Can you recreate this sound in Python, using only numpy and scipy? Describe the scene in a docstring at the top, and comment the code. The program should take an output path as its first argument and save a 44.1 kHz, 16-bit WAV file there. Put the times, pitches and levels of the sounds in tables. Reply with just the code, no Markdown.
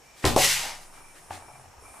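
"""A thud, a crack and a pop, then a rush of air that dies away to a faint hiss and light patter.
In a small quiet room, a stiletto heel stamps on an inflated rubber ball and splits its skin.
The heel pops out, and air rushes from the hole, making the hollow ball ring.
The ball rolls off, still leaking, is tapped by the boot and patters on its pebbled skin."""
import sys
import numpy as np
from scipy import signal
from scipy.fft import rfft, irfft
from scipy.io import wavfile

SR = 44100
rng = np.random.default_rng(int(sys.argv[2]) if len(sys.argv) > 2 else 0)


def unload_wav(signal):
    """Save mono or channel-first audio to the path in sys.argv[1] as 16-bit WAV at rate SR, clipped to [-1, 1]."""
    wavfile.write(
        sys.argv[1],
        SR,
        np.round(np.clip(np.atleast_2d(signal).T, -1, 1) * 32767).astype(np.int16),
    )


N = 88200
T = np.arange(N) / SR
HZ = np.fft.rfftfreq(N, 1 / SR)
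STAMP_S, POP_S = .2425, .3632  # the heel lands; the heel comes out
AIR_SAME = .93  # how alike left and right are, from 0 to 1


def amp(db):
    """Turns decibels into a gain to multiply by."""
    return 10 ** (np.asarray(db) / 20)


def unit(x):
    """Scales a signal to an average (rms) size of 1."""
    return x / np.sqrt(np.mean(x ** 2) + 1e-20)


def read(points, hz):
    """Reads between (frequency, value) points on a log-frequency axis."""
    f, value = np.transpose(points)
    return np.interp(np.log(hz + 1), np.log(f + 1), value)


def level(points):
    """Gain over time from (time, decibel) points, silent before the first."""
    s, db = np.transpose(points)
    return amp(np.interp(T, s, db, left=-120))


def swells(rows):
    """One smooth rise and fall for each row."""
    return sum(amp(db) * np.sin(np.pi * np.clip((T - s) / length, 0, 1)) for s, length, db in rows)


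def noise(gain, same):
    """Stereo noise of size 1: gain shapes its tone, same makes left and right alike."""
    common, own = rng.standard_normal(N), rng.standard_normal((2, N))
    white = np.sqrt(same) * common + np.sqrt(1 - same) * own
    return unit(irfft(rfft(white) * gain, N))


def peak(hz, width_hz):
    """A tone shape that favours one narrow band of pitch."""
    return 1 / (1 + ((HZ - hz) / width_hz) ** 2) / np.sqrt(width_hz)


def flutter(rate_hz, depth_db):
    """A gain that wavers at random, within limits."""
    drift = unit(irfft(rfft(rng.standard_normal(N)) / (1 + (HZ / rate_hz) ** 4), N))
    return unit(amp(depth_db * np.tanh(drift)))


def clicks(rows):
    """One sharp click for each (time, decibel) row."""
    out = np.zeros(N)
    for s, db in rows:
        out[round(s * SR)] += amp(db)
    return out


def colour(x, points):
    """Gives clicks a tone shape, keeping their energy and adding no sound before them."""
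    log_gain = np.log(amp(read(points, abs(np.fft.fftfreq(4096, 1 / SR)))))
    response = np.fft.ifft(np.exp(np.conj(signal.hilbert(log_gain)))).real
    return signal.fftconvolve(x, response / np.linalg.norm(response))[:N]


def ring(x, modes):
    """Rings an object's own notes, neighbours swinging opposite ways; each drops 60 dB in its fade."""
    t = T[T < max(row[2] for row in modes)]
    body = sum((-1) ** k * amp(db - 60 * t / fade) * np.sin(2 * np.pi * hz * t)
               for k, (hz, db, fade) in enumerate(modes))
    return signal.oaconvolve(x, body)[:N]


def soften(x, top_hz):
    """Takes off the treble, as a soft rubber contact does."""
    return signal.sosfilt(signal.butter(2, top_hz, fs=SR, output="sos"), x)


def room_tone():
    """A quiet hiss, a thin steady whistle and a whine that comes and goes."""
    # tone of the hiss: f/Hz, relative level/dB
    hiss_tone = [(20, -11), (50, -4), (100, -8), (200, -10.5), (430, -11), (830, -7.5), (1380, -14.5),
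                 (2500, -14.5), (3400, -22.5), (4700, -23), (5500, -17), (7500, -19), (11000, -28),
                 (15500, -33)]
    # swells of the whine: t/s, length/s, level/dB
    whines = [(0, 0.26, -62.5), (.92, .25, -58.5), (1.38, 0.17, -58.5), (1.52, 0.065, -56),
              (1.8, 0.24, -58.5)]
    same = 0.58
    whine = swells(whines) * noise(peak(hz=2342, width_hz=45), same)
    whistle = amp(-68) * noise(peak(hz=5480, width_hz=70), same)
    return amp(-55.5) * noise(amp(read(hiss_tone, HZ)), same) + whine + whistle


def room(x):
    """The sound arrives directly, then as a few wall echoes and a short blurred tail."""
    # wall echoes: delay/s, left gain, right gain
    echoes = [(.0032, .15, .1), (0.0127, .2, .14), (0.0153, .14, .2), (.0305, 0.0985, 0.097)]
    # time the tail takes to drop 60 dB: f/Hz, fade/s
    fades = [(60, 0.58), (200, 0.38), (800, 0.28), (3000, 0.22), (8000, 0.36), (15000, 0.26)]
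    hz, t, bands = signal.stft(noise(1, same=0.7), SR, nperseg=256)
    fading = amp(-60 * t / read(fades, hz)[:, None])
    tail = signal.istft(bands * fading, SR, nperseg=256)[1][:, :N]
    tail = tail * np.clip(T / 0.0077 - 1, 0, 1)  # eases in after a short gap
    response = amp(-6.5) * tail / np.linalg.norm(tail[0])
    response[:, 0] += 1  # the direct sound
    for delay, left, right in echoes:
        response[:, round(delay * SR)] += left, right
    return signal.fftconvolve(x, response, axes=1)[:, :N]


def sway():
    """The stamp sets off a slow sway of air pressure, too low to hear."""
    # the sway: f/Hz, relative level/dB, fade/s
    note = [(15.2, -32, 2.5)]
    return soften(ring(clicks([(STAMP_S, 0)]), note), top_hz=19.3)


def leather():
    """The boot's leather rustles and brushes the ball, each time brighter or duller."""
    # rustles: t/s, length/s, relative level/dB, treble tilt/(dB per octave)
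    rustles = [(-.15, 0.47, -61, 2), (0.146, 0.11, -48.5, 2.5), (.222, 0.051, -33.5, 0),
               (0.801, 0.056, -49, 3), (.91, 0.11, -53, 2), (1.138, 0.072, -49.5, 0),
               (1.295, 0.093, -41, 0.5), (1.92, 0.17, -62, 0)]
    # tone of the leather: f/Hz, relative level/dB
    tone = [(30, -21), (80, -5), (300, 7.5), (900, 1), (1700, 5), (3500, -2.5), (8000, -5), (12000, -12.5),
            (15500, -22)]
    octaves = np.log2((HZ + 100) / 1000)
    rustle = sum(swells([(s, length, db)]) * noise(amp(read(tone, HZ) + tilt * octaves), same=0.74)
                 for s, length, db, tilt in rustles)
    return rustle * flutter(rate_hz=270, depth_db=1.5)


def rolling():
    """The ball rubs over the floor with a low drone that lifts briefly, then sinks as it slows."""
    # strength of the rub: t/s, relative level/dB
    strength = [(.7, -53), (.85, -55), (1, -50), (1.15, -64), (1.29, -54), (1.33, -54), (1.42, -52),
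                (1.6, -57), (1.75, -57), (1.88, -52.5), (1.98, -50)]
    # tone of the rub: f/Hz, relative level/dB
    tone = [(60, -7), (250, -10.5), (550, -8.5), (820, -1), (1300, -4), (2200, -17), (3500, -28),
            (15000, -50)]
    # path of the drone: t/s, f/Hz, relative level/dB
    drone = [(1.3, 90.2, -48), (1.42, 90, -69.5), (1.56, 140, -56.5), (1.65, 90, -56.5),
             (1.76, 71.6, -53.5), (1.84, 57.5, -57), (1.93, 54.3, -59), (1.99, 54, -75)]
    rub = level(strength) * flutter(rate_hz=74, depth_db=6) * noise(amp(read(tone, HZ)), same=0.61)
    s, hz, db = np.transpose(drone)
    hum = np.sin(2 * np.pi * np.cumsum(np.interp(T, s, hz)) / SR)
    roughness = 1 + 0.64 * noise(peak(hz=0, width_hz=34), AIR_SAME)
    return rub + level(np.c_[s, db]) * unit(hum * roughness)


def taps():
    """The boot taps the ball, then its pebbled skin patters as it rolls."""
    # knocks: t/s, relative level/dB, pitch ratio
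    hits = [(1.3072, -25, 1.03), (1.374, -38, 0.99), (1.422, -40.5, 1.11), (1.451, -47, 1.1),
            (1.485, -41.5, 1), (1.499, -43.5, 1), (1.512, -47.5, 0.85), (1.536, -54, 1.1),
            (1.555, -41.5, 0.97), (1.574, -57, 1.2), (1.596, -42.5, 1.01), (1.64, -48, 1.06),
            (1.657, -42.5, 1.02), (1.738, -46.5, 1.1), (1.779, -48, 1), (1.821, -44, 0.54),
            (1.851, -46, 1.52), (1.879, -48, 0.92), (1.94, -43.5, 1.05), (1.953, -62, 1),
            (1.968, -44, 1.06)]
    # notes of the tapped skin: f/Hz, relative level/dB, fade/s
    notes = [(735, 0, 0.029), (856, -2.5, 0.049), (1142, -12, 0.037), (1630, -13, 0.043),
             (2623, -17.5, 0.027)]
    # tone of each knock's dull push: f/Hz, relative level/dB
    push_tone = [(30, -15), (90, 15), (250, -7), (700, 6.5), (2500, -2), (5000, -18), (15000, -32)]
    knocks = sum(ring(clicks([(s, db)]), np.multiply(notes, [pitch, 1, 1])) for s, db, pitch in hits)
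    push = amp(8.5) * colour(clicks([row[:2] for row in hits]), push_tone)
    return -soften(knocks + push, top_hz=2620)


def leak():
    """The last air seeps from the hole with a faint, high hiss."""
    # strength of the leak: t/s, relative level/dB
    strength = [(.7, -57), (.82, -56.5), (1.25, -56.5), (1.6, -58), (1.76, -74), (1.83, -54), (1.98, -51)]
    # tone of the leak: f/Hz, relative level/dB
    tone = [(500, -36), (4300, -20), (7500, -5), (9200, 4.5), (10100, 2.5), (10500, -3), (12500, -10),
            (15500, -26)]
    return level(strength) * noise(amp(read(tone, HZ)), same=0.82)


def gusts():
    """The weakening jet of air turns hollow and fluttery."""
    # gusts: t/s, length/s, relative level/dB
    puffs = [(.53, .2, -37), (.66, 0.12, -43.5)]
    # their tone: f/Hz, relative level/dB
    tone = [(60, -24), (300, -16.5), (620, -6.5), (850, 1.5), (1250, -11.5), (2300, -6), (4000, -38),
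            (15000, -40)]
    return swells(puffs) * flutter(rate_hz=120, depth_db=4) * noise(amp(read(tone, HZ)), AIR_SAME)


def jet():
    """Air rushes from the open hole, rings the hollow ball and dulls as the pressure falls."""
    # strength of the jet: t/s, relative level/dB
    strength = [(.362, -28), (.385, -22.5), (.41, -20), (.45, -16), (.478, -23), (.502, -18.5),
                (.545, -23.5), (.6, -28), (.69, -34.5), (.74, -41.5), (.8, -51), (1, -100)]
    # tone of its hiss: f/Hz, relative level/dB
    tone = [(100, -13.5), (400, -31), (900, -9.5), (1450, -4.5), (2000, 1.5), (3000, -2), (5500, -0.5),
            (8000, -2.5), (11500, -5.5), (14500, -13.5), (16000, -21)]
    # notes of the air inside the ball: f/Hz, width/Hz, relative level/dB
    notes = [(1072, 8, -7), (1937, 12, -4), (2130, 40, -6), (2731, 16, -4), (2891, 12, 0), (3008, 10, -4),
             (3860, 60, -4), (4819, 14, -3), (5574, 12, -1), (6186, 16, -3), (7894, 40, -6)]
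    treble_hz, dull_db_per_s = 6970, 20.5
    hiss = noise(amp(read(tone, HZ)), AIR_SAME)
    treble = irfft(rfft(hiss) * (1 - 1 / (1 + (HZ / treble_hz) ** 4)), N)
    lost = 1 - amp(-dull_db_per_s * np.maximum(T - POP_S, 0))
    hollow = amp(-9) * noise(sum(amp(db) * peak(hz, width) for hz, width, db in notes), AIR_SAME)
    return level(strength) * flutter(rate_hz=240, depth_db=1.9) * (hiss - lost * treble + hollow)


def spurt():
    """A ragged spurt of air squeezes past the heel while it still plugs the hole."""
    # tone of the spurt: f/Hz, relative level/dB
    tone = [(35, -25), (70, 6), (300, 7.5), (800, 5.5), (1500, -3), (3500, -3), (7000, -9), (12000, -14),
            (15500, -21)]
    start_s, rise_s, fall_db_per_s = .2525, 0.0015, 201
    age = np.maximum(T - start_s, 0)
    shape = np.minimum(age / rise_s, 1) * amp(-16 - fall_db_per_s * age)
    return shape * flutter(rate_hz=300, depth_db=2.5) * noise(amp(read(tone, HZ)), same=0.77)


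def glide():
    """The hole widens as the heel leaves, so its hollow note slides up."""
    from_hz, to_hz, slide_s, fade_s = 331, 810, 0.0091, 0.078
    age = np.maximum(T - POP_S, 0)
    hz = to_hz + (from_hz - to_hz) * np.exp(-age / slide_s)
    return amp(-10 - 60 * age / fade_s) * np.sin(2 * np.pi * np.cumsum(hz * (age > 0)) / SR)


def pop():
    """The heel pops free with a puff of air and a short hollow ring."""
    # three quick pops: t/s, relative level/dB
    pops = [(.3632, -14), (.3757, -21.5), (.3779, -19)]
    # notes they ring: f/Hz, relative level/dB, fade/s
    notes = [(560.5, -2.5, 0.097), (762, 0.5, 0.076), (847, 0, 0.036), (1155, 2.5, 0.019)]
    # tone of the puff: f/Hz, relative level/dB
    puff_tone = [(40, -13), (150, -5.5), (320, -3.5), (700, -0.5), (1250, 2.5), (1700, -19), (8000, -54)]
    release = clicks(pops)
    puff = amp(16) * colour(release, puff_tone)
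    return soften(glide() + ring(release, notes) + puff, top_hz=1700)


def split():
    """The rubber skin splits with sharp, bright cracks."""
    # cracks: t/s, relative level/dB
    cracks = [(.2524, -2), (.2534, -2), (.2645, -9), (.2751, -8), (.3632, -8), (.3643, -7)]
    # their tone: f/Hz, relative level/dB
    tone = [(100, -15), (700, -4), (2000, 5), (4500, 11), (9000, 7), (15000, -13)]
    return colour(clicks(cracks), tone)


def thud():
    """The boot slaps the ball and makes it ring."""
    # tone of the slap: f/Hz, relative level/dB
    slap_tone = [(20, -23), (39, -26), (55, 11.5), (120, 7), (400, -3.5), (900, -12), (2500, -6.5),
                 (4000, -33), (15000, -56)]
    # notes of the ball under the heel: f/Hz, relative level/dB, fade/s
    notes = [(59, 1.5, 0.11), (75.6, -9.5, 0.4), (117.5, 1.5, 0.14), (141.1, -13, 0.93), (300, -1.5, 0.069),
             (404, 3, 0.087), (505.56, -3.5, 0.21), (556, -2, 0.092), (803, -8, 0.3), (1027, -0.5, 0.14),
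             (1366, -25, 0.23), (1746, -8.5, 0.11), (1945, -11.5, 0.17), (2217, -12, .13),
             (2800, -22, 0.16)]
    blow = clicks([(STAMP_S, 0)])
    return amp(4.5) * colour(blow, slap_tone) + amp(-22.5) * ring(blow, notes)


def scene():
    """Ball and boot sound in the room, a little left of centre."""
    stamp = split() - thud() - pop()  # a minus sign flips the wave
    air = spurt() + jet() + gusts() + leak()
    near = stamp + taps() + amp(-3) * (air + rolling() + leather())
    lean_left = amp([[.5], [-.5]])
    return room(near) * lean_left + sway() + room_tone()


def record(dry):
    """Cuts away the very highest treble."""
    top_hz = 15400
    low_pass = signal.firwin(255, top_hz, window=("kaiser", 9), fs=SR)
    return signal.oaconvolve(dry, low_pass[None], "same")


dry = scene()
out = record(dry)
unload_wav(out)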